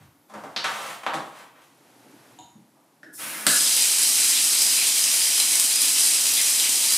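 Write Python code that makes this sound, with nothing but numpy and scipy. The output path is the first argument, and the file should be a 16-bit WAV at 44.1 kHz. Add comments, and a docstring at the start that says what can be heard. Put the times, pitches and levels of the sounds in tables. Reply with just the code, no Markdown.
"""First a wet rubber mat slides and slaps flat in an empty bathtub, popping the air trapped under it.
Then a hand rustles toward the tap, the tub takes a few dull bumps, and the lever rattles.
At about 3 s the valve knocks, air hisses from the spout and the first water dribbles down.
At 3.5 s the valve bangs fully open, and to the end a jet spatters on the tub floor and traps ringing
bubbles. It all echoes in a small tiled bathroom, over a low hush, a thin whine and a faint high hiss."""
import sys
import numpy as np
from scipy import signal
from scipy.fft import rfft, irfft, next_fast_len
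from scipy.io import wavfile
from scipy.ndimage import uniform_filter1d

SR = 44100
rng = np.random.default_rng(int(sys.argv[2]) if len(sys.argv) > 2 else 0)


def master(y):
    """Save y as 16-bit WAV."""
    cut = np.clip(np.atleast_2d(y).T, -1, 1)
    pcm = np.round(cut * 32767)  # scale
    wavfile.write(sys.argv[1], SR, pcm.astype(np.int16))


N = 307377
TIME = np.arange(N) / SR
SIZE = 2 ** 15  # samples in one short sound or filter
FREQ = np.maximum(np.fft.rfftfreq(SIZE, 1 / SR), 1)
JET_START_S = 3.467  # the valve is thrown open


def jet():
    """The jet breaks into drops that crack on the tub and trap bubbles; one sound per landing spot."""
    # tone of the spray: pitch_hz, level_db
    spray_tone = [(50, -29), (85, -42), (130, -23.5), (270, -15.5), (420, -16), (800, -13.5), (1450, -12.5),
                  (2200, -7.5), (4800, -3.5), (6600, 0.5), (8300, 4), (10000, 3), (12000, -2.5),
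                  (15000, -13.5)]
    # notes of the tub and the thin film of water on it: pitch_hz, width_hz, above_spray_db
    film_notes = [(264, 59, 4.5), (3120, 70, 2.5), (4050, 330, 3.5), (4830, 240, 2), (5044, 230, 4.5),
                  (5820, 110, 1), (6060, 91, 0.5), (8130, 250, -2)]
    film = np.sqrt(1 + modes(film_notes) ** 2)
    spray = undb(along(spray_tone)) * film
    bubble_tone = film / (1 + (1200 / FREQ) ** 3)  # small bubbles give off no bass
    flow = envelope(JET_START_S, rise_s=0.014)
    spatter_db = -19.51 - 0.21 * (TIME - JET_START_S)  # softer as the tub floor gets wet
    gurgle_gain = undb(-35 + 2.6 * wander(rate=22))
    # the wavering jet shares its flow among three spots, now more here, now more there
    shares = np.array([undb(4.0 * wander(rate=14)) for _ in range(3)])
    shares /= np.linalg.norm(shares, axis=0)
    surge, out = undb(0.8 * wander(rate=50)), []
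    for share in shares:
        small_drops = clicks(rate=4000, spread_db=2.0)
        big_drops = undb(-2.5) * cracks(rate=100, spread_db=4.2, decay_s=.0012)
        spatter = unit(colour((small_drops + big_drops) * surge, spray))
        fizz = bubbles(rate=220, low_hz=4553, high_hz=10180, cycles=115, glide=0.106, spread_db=3.0)
        gurgle = bubbles(rate=200, low_hz=2120, high_hz=5530, cycles=13.6, glide=0.094, spread_db=2.5)
        bubbling = colour(undb(spatter_db - 13.49) * fizz + gurgle_gain * gurgle, bubble_tone)
        out.append(flow * share * (undb(spatter_db) * spatter + bubbling))
    return out


def cracks(rate, spread_db, decay_s):
    """Big drops land, each bursting into a very short puff of noise."""
    impacts = clicks(rate, spread_db) ** 2 + 1e-18
    energy = signal.lfilter([1], [1, -np.exp(-2 / (decay_s * SR))], impacts)
    return unit(np.sqrt(energy) * rng.choice([-1, 1], N))


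def bubbles(rate, low_hz, high_hz, cycles, glide, spread_db, size=N):
    """Small air pockets ring briefly, rising in pitch as they fade."""
    out = np.zeros(size + SR)
    for when, pitch, strength, life in rng.random((int(rate * size / SR), 4)):
        hz = low_hz * (high_hz / low_hz) ** pitch
        length = int(np.clip(cycles * (.5 + life) / hz, 0, .5) * SR) + 2
        age = np.arange(length) / length
        phase = 2 * np.pi * hz * length / SR * age * (1 + glide * age / 2)
        ring = np.sin(phase) * np.exp(-np.log(100) * age)
        start = int(when * size)
        out[start:start + length] += ring * undb(-spread_db * np.log(max(strength, .01)))
    return unit(out[:size])


def spurts():
    """The film of water folds over and traps a cloud of bubbles of similar size."""
    # bubble clouds: middle_s, level_db, pitch_hz
    clouds = [(3.669, -25.5, 3900), (3.80, -28, 3900), (3.835, -32, 2590), (4.33, -31.5, 2300),
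              (4.36, -25, 4220), (4.79, -29.5, 2990), (5.068, -33, 2380), (5.37, -31, 3580),
              (5.842, -28.5, 3680), (6.16, -35, 3280), (6.365, -27, 3980), (6.39, -29.5, 2395),
              (6.61, -31, 3630)]
    rise_s, pitch_ratio = 0.032, 1.3
    size, out = int(2 * rise_s * SR), 0
    for middle_s, db, hz in clouds:
        cloud = bubbles(rate=640, low_hz=hz / pitch_ratio, high_hz=hz * pitch_ratio,
                        cycles=40, glide=0.12, spread_db=-1, size=size)
        spurt = colour(cloud * np.hanning(size), resonance(hz, hz) ** 2)
        out += place(spurt, middle_s - rise_s, db)
    return out


def trickle():
    """Air hisses out of the spout just before the first water dribbles down; both give way to the jet."""
    # tone of the escaping air: pitch_hz, level_db
    hiss_tone = [(1000, -44), (4000, -15), (7000, -6), (9800, 3), (12000, -2.5), (15500, -10)]
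    # tone of the first drops landing: pitch_hz, level_db
    dribble_tone = [(60, -41), (140, -4.5), (300, -2), (450, -5.5), (900, -4.5), (1500, 0), (2300, -1),
                    (4000, -8.5), (8000, -11), (15000, -17)]
    water_start_s, water_rise_s, easing_db_per_s = 3.17, 0.035, 13
    air = envelope(start_s=3.122, rise_s=0.021, stop_s=JET_START_S, fall_s=0.14)
    water = envelope(water_start_s, water_rise_s, stop_s=JET_START_S, fall_s=0.14)
    easing = undb(-easing_db_per_s * np.maximum(TIME - water_start_s - water_rise_s, 0))
    tap_ring = undb(-7) * resonance(hz=5330, width_hz=90)
    hiss = unit(colour(rng.standard_normal(N), undb(along(hiss_tone)) + tap_ring))
    hiss_db = -39.5 + 5 * water  # louder once water reaches the mesh in the spout
    dribble = unit(colour(clicks(rate=4500, spread_db=2.0), undb(along(dribble_tone))))
    return easing * (air * undb(hiss_db) * hiss + water * undb(-34.5) * dribble)


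def tap():
    """The lever rattles when gripped; the valve knocks at its stops and spits a burst of water."""
    # the lever rattling under the fingers: start_s, level_db
    rattles = [(2.388, -44.5), (2.407, -52), (2.433, -55)]
    # notes the lever rings at: pitch_hz, width_hz, level_db
    lever_notes = [(298, 99, -3), (767, 130, 2.5), (948, 48, 3.5), (3000, 560, -14), (3680, 220, -6),
                   (4000, 330, -13), (6770, 370, -6.5), (7600, 200, -12), (9750, 600, -22)]
    # valve knocks: start_s, level_db, burst_above_knock_db
    knocks = [(3.0317, -43, -32), (3.4663, -21.5, 6)]
    # notes the body of the tap rings at: pitch_hz, width_hz, level_db
    body_notes = [(267, 200, -7.5), (620, 160, -6.5), (1460, 240, -1), (1690, 150, 5.5), (1790, 240, -1.5),
                  (3000, 6000, -24), (5330, 60, -9), (7140, 150, -25)]
    # tone of the burst of water: pitch_hz, level_db
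    burst_tone = [(100, -20), (500, -7), (1400, 6.5), (2500, 4.5), (4500, 11), (6200, -1), (8200, 12.5),
                  (11000, 3), (15000, -5)]
    lever, body = modes(lever_notes, order=2), modes(body_notes, order=2)
    water_delay_s, out = 0.00082, 0
    for start_s, db in rattles:
        out += place(colour(blow(decay_s=.002, snap=0.67), lever), start_s, db)
    for start_s, db, burst_db in knocks:
        knock = colour(blow(decay_s=0.0039, snap=1.6), body)
        burst = colour(blow(decay_s=.001), undb(along(burst_tone)))
        out += place(knock, start_s, db) + place(burst, start_s + water_delay_s, db + burst_db)
    return out


def mat():
    """The mat slides and flops down with wet smacks, popping the air under it and thumping the tub."""
    # slaps: start_s, level_db, treble_limit_hz, pop_hz, pop_db, thump_above_slap_db, decay_s,
    # smack_above_slap_db
    slaps = [(0.298, -45, 2200, 870, 14, -8, 0.035, -15), (0.338, -35, 1800, 490, 7, -9.5, 0.033, -18.5),
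             (0.437, -36, 1850, 557, 10, -7.5, 0.018, -18),
             (0.563, -25, 5200, 4500, 12.5, -21.5, 0.0053, -21),
             (0.642, -22.5, 5000, 1400, -3, -32, 0.013, -12.5),
             (1.034, -38, 3200, 1000, -3, -15, 0.0041, -12), (1.065, -22.5, 3950, 860, 7, -20, 0.0024, -30),
             (1.1359, -29, 2100, 1110, 5, -23, 0.0025, -16),
             (1.142, -29.5, 5000, 620, 16, -4.5, 0.0036, -11)]
    # tone of the tub under the mat: pitch_hz, level_db
    tub_tone = [(60, -45), (120, -14), (330, -15.5), (520, -6.5), (780, -3), (1250, -2.5), (2000, -5.5),
                (3300, -7.5), (5000, -13.5), (9000, -15.5), (15000, -27.5)]
    # tone of wet rubber meeting enamel: pitch_hz, level_db
    smack_tone = [(1500, -27), (3500, 6), (5000, 2), (9000, 0), (12000, -8), (15000, -19)]
    # the mat dragged over the tub: start_s, length_s, level_db, scuff_above_rub_db
    drags = [(-0.02, 0.044, -57, -5), (0.275, 0.27, -58.5, -3), (0.662, 0.25, -36, -6),
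             (1.2, 0.13, -53.5, -4.5), (1.34, 0.06, -44.5, -9.5), (1.534, 0.053, -53.5, -15),
             (1.602, 0.02, -69.5, 12)]
    tub, out = undb(along(tub_tone)), 0
    for start_s, db, limit_hz, pop_hz, pop_db, thump_db, decay_s, smack_db in slaps:
        softness = 1 / np.sqrt(1 + (FREQ / limit_hz) ** 8) + undb(-12)
        pop = 1 + undb(pop_db) * resonance(pop_hz, 450 + 0.31 * pop_hz) ** 2
        # a brief slap is mostly snap, a long one mostly flutter
        slap = colour(blow(decay_s, snap=0.0024 / decay_s), tub * softness * pop)
        smack = colour(blow(decay_s=.004), undb(along(smack_tone)))
        thump = colour(blow(decay_s=0.034), resonance(hz=247, width_hz=520) ** 4)
        out += place(slap, start_s, db)
        out += place(smack, start_s, db + smack_db)
        out += place(thump, start_s, db + thump_db)
    dull, bright = 1 / (1 + (FREQ / 3000) ** 2), FREQ ** 2 / (FREQ ** 2 + 4000 ** 2)
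    rub = unit(colour(clicks(rate=4300, spread_db=4), tub * dull))
    scuff = unit(colour(clicks(rate=2500, spread_db=3.5), tub * bright))
    for start_s, length_s, db, scuff_db in drags:
        stroke = envelope(start_s, rise_s=0.024, stop_s=start_s + length_s, fall_s=0.032)
        out += undb(db) * stroke * (rub + undb(scuff_db) * scuff)
    return out


def bumps():
    """Soft bumps wake only the low ring of the tub."""
    # dull thuds around the tub: start_s, level_db, pitch_hz, decay_s
    thuds = [(0.0, -47.5, 116, 0.021), (0.355, -49, 160, .008), (2.04, -48.5, 315, 0.081),
             (2.11, -63, 160, 0.017), (2.394, -54, 121, 0.04), (2.55, -47, 197, 0.016),
             (2.767, -59, 830, 0.018), (3.043, -48.5, 280, 0.082), (3.467, -34, 202, 0.0051)]
    return sum(place(colour(blow(decay_s), resonance(hz, hz) ** 4), start_s, db)
               for start_s, db, hz, decay_s in thuds)


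def bathroom(x, direct_db):
    """Sound arrives directly, then as quick echoes off the tub walls, then as a ring off the tiles."""
    # time the echoes take to fade by 60 dB: pitch_hz, fade_s
    fade_times = [(100, 0.43), (300, 0.42), (800, 0.66), (1600, 0.62), (2400, 0.45), (5000, 0.49),
                  (14000, 0.44)]
    t = TIME[:SIZE]
    noise, echoes = rfft(rng.standard_normal(SIZE)), 0
    octaves = np.clip(np.log2(FREQ / 32), 0, 9)
    for octave in range(10):
        band = np.maximum(1 - np.abs(octaves - octave), 0)
        fade_s = along(fade_times, 32 * 2 ** octave)
        echoes += irfft(noise * band) * np.exp(-np.log(1000) * t / fade_s)
    echoes *= (1 + 0.61 * np.exp(-t / 0.005)) * (t > .001)  # strong first echoes, after a tiny gap
    echoes /= np.linalg.norm(echoes)
    echoes[0] += undb(direct_db)
    return signal.oaconvolve(x, even(echoes))[:N]


def background():
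    """A low hush, a thin whine and a faint high hiss; a rustle swells as the hand reaches for the tap."""
    # tone of the quiet room: pitch_hz, level_db
    hush_tone = [(30, -61), (70, -37), (120, -1), (200, -7), (290, 2), (420, -9), (850, -8.5), (1400, -15),
                 (3000, -21), (8000, -22.5), (12000, -21.5), (15000, -37)]
    # a thin whine near 10 kHz and a faint, narrow band of very high hiss near 13.4 kHz: pitch_hz,
    # half_width_hz, level_before_change_db, level_after_change_db
    high_bands = [(10020, 25, -80, -81), (13400, 350, -73.5, -82)]
    change_s = 1.66  # the thin high bands change level here
    hush = undb(along(hush_tone))
    brighter = 1 + undb(-1) * resonance(hz=2300, width_hz=3200)
    rustle = unit(colour(rng.standard_normal(N), hush * brighter))
    reach = envelope(start_s=1.27, rise_s=1.0, stop_s=2.335, fall_s=0.14)
    out = undb(-61.5) * unit(colour(rng.standard_normal(N), hush))
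    out += undb(-54) * reach * rustle
    for hz, half_width_hz, early_db, late_db in high_bands:
        band = unit(colour(rng.standard_normal(N), resonance(hz, 2 * half_width_hz) ** 2))
        out += undb(np.where(TIME < change_s, early_db, late_db)) * band
    return out


def blow(decay_s, snap=0):
    """One thing strikes another: an optional sharp snap, then a noisy force that dies away."""
    force = rng.choice([-1, 1], SIZE) * np.exp(-np.minimum(TIME[:SIZE] / decay_s, 20))
    force[0] += snap * np.linalg.norm(force)
    return even(force)


def clicks(rate, spread_db):
    """Tiny random impacts, about `rate` a second, most weak and a few strong."""
    strength = undb(spread_db * np.minimum(rng.exponential(size=N), 3.5))
    return unit((rng.random(N) < rate / SR) * strength * rng.choice([-1, 1], N))


def wander(rate):
    """A smooth random drift that takes a new direction `rate` times a second."""
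    step = int(SR / rate)
    stairs = np.repeat(rng.standard_normal(N // step + 1), step)
    return unit(uniform_filter1d(stairs, step)[:N])


def envelope(start_s, rise_s, stop_s=np.inf, fall_s=1):
    """Rise smoothly, hold until the stop, then die away."""
    rise = np.sin(np.pi / 2 * np.clip((TIME - start_s) / rise_s, 0, 1)) ** 2
    return rise * np.exp(-np.clip((TIME - stop_s) / fall_s, 0, 20))


def place(x, start_s, db):
    """Put a short sound at its time, with the energy of 30 ms at this level."""
    placed = np.concatenate([np.zeros(max(int(start_s * SR), 0)), x, np.zeros(N)])[:N]
    return placed * undb(db) * np.sqrt(.03 * SR / np.sum(x ** 2))


def resonance(hz, width_hz):
    """Gain of one ringing note: 1 at its pitch, less on either side."""
    return 1 / np.sqrt(1 + ((FREQ ** 2 - hz ** 2) / (FREQ * width_hz)) ** 2)


def modes(notes, order=1):
    """Gain of several ringing notes together; order 2 makes each peak steeper."""
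    return np.sqrt(sum((undb(db) * resonance(hz, width) ** order) ** 2 for hz, width, db in notes))


def colour(x, gain):
    """Turn each frequency up or down by its gain; any ringing comes after the sound, never before."""
    cepstrum = irfft(np.log(gain + 1e-9), SIZE)
    cepstrum[1:SIZE // 2] *= 2
    cepstrum[SIZE // 2 + 1:] = 0
    response = irfft(np.exp(rfft(cepstrum)))[:4096]
    return signal.oaconvolve(x, response)[:len(x)]


def even(x):
    """Even out the overall tone of a short sound but keep its fine peaks and dips."""
    smooth_power = uniform_filter1d(np.abs(rfft(x)) ** 2, size=120)
    return colour(x, 1 / np.sqrt(smooth_power))


def along(points, freq=FREQ):
    """Join (pitch_hz, value) points with lines, giving every octave equal room."""
    hz, value = np.transpose(points)
    return np.interp(np.log(freq), np.log(hz), value)


def undb(db):
    """Turn decibels into a gain to multiply by."""
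    return 10 ** (np.asarray(db) / 20)


def unit(x):
    """Scale to an average (rms) level of 1."""
    return x / np.sqrt(np.mean(x ** 2))


def scene():
    """The tub, tap and jet each get their own echoes, which differ a little between left and right."""
    # stereo width: pitch_hz, side_above_mid_db
    width = [(60, -11), (160, -51), (380, -30), (700, -16.5), (1290, -9.5), (2380, -9), (3400, -12),
             (4600, -60), (8500, -115), (11000, -11.5), (14000, -2.5)]
    tub = mat() + bumps() + trickle() + spurts()
    faucet, jet_spots = tap(), jet()
    mid = bathroom(tub, direct_db=-6.0) + bathroom(faucet, direct_db=-5.5)
    mid += sum(bathroom(spot, direct_db=-3) for spot in jet_spots) + background()
    side = bathroom(tub + faucet + sum(jet_spots), direct_db=-20) + background()
    side = colour(side, undb(along(width)))
    # echoes reach left and right out of step but equally loud
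    side = signal.hilbert(side, next_fast_len(N))[:N].imag
    return np.array([mid + side, mid - side])


def record(dry):
    """The microphone thins the deep bass, flattens peaks past full scale and cuts the highest treble."""
    bass_cut = signal.butter(4, 84, "high", fs=SR, output="sos")
    treble_cut = signal.ellip(10, .2, 80, 15500, fs=SR, output="sos")
    thin = signal.sosfilt(bass_cut, dry)
    return signal.sosfilt(treble_cut, np.clip(thin, -1, 1))


dry = scene()
out = record(dry)
master(out)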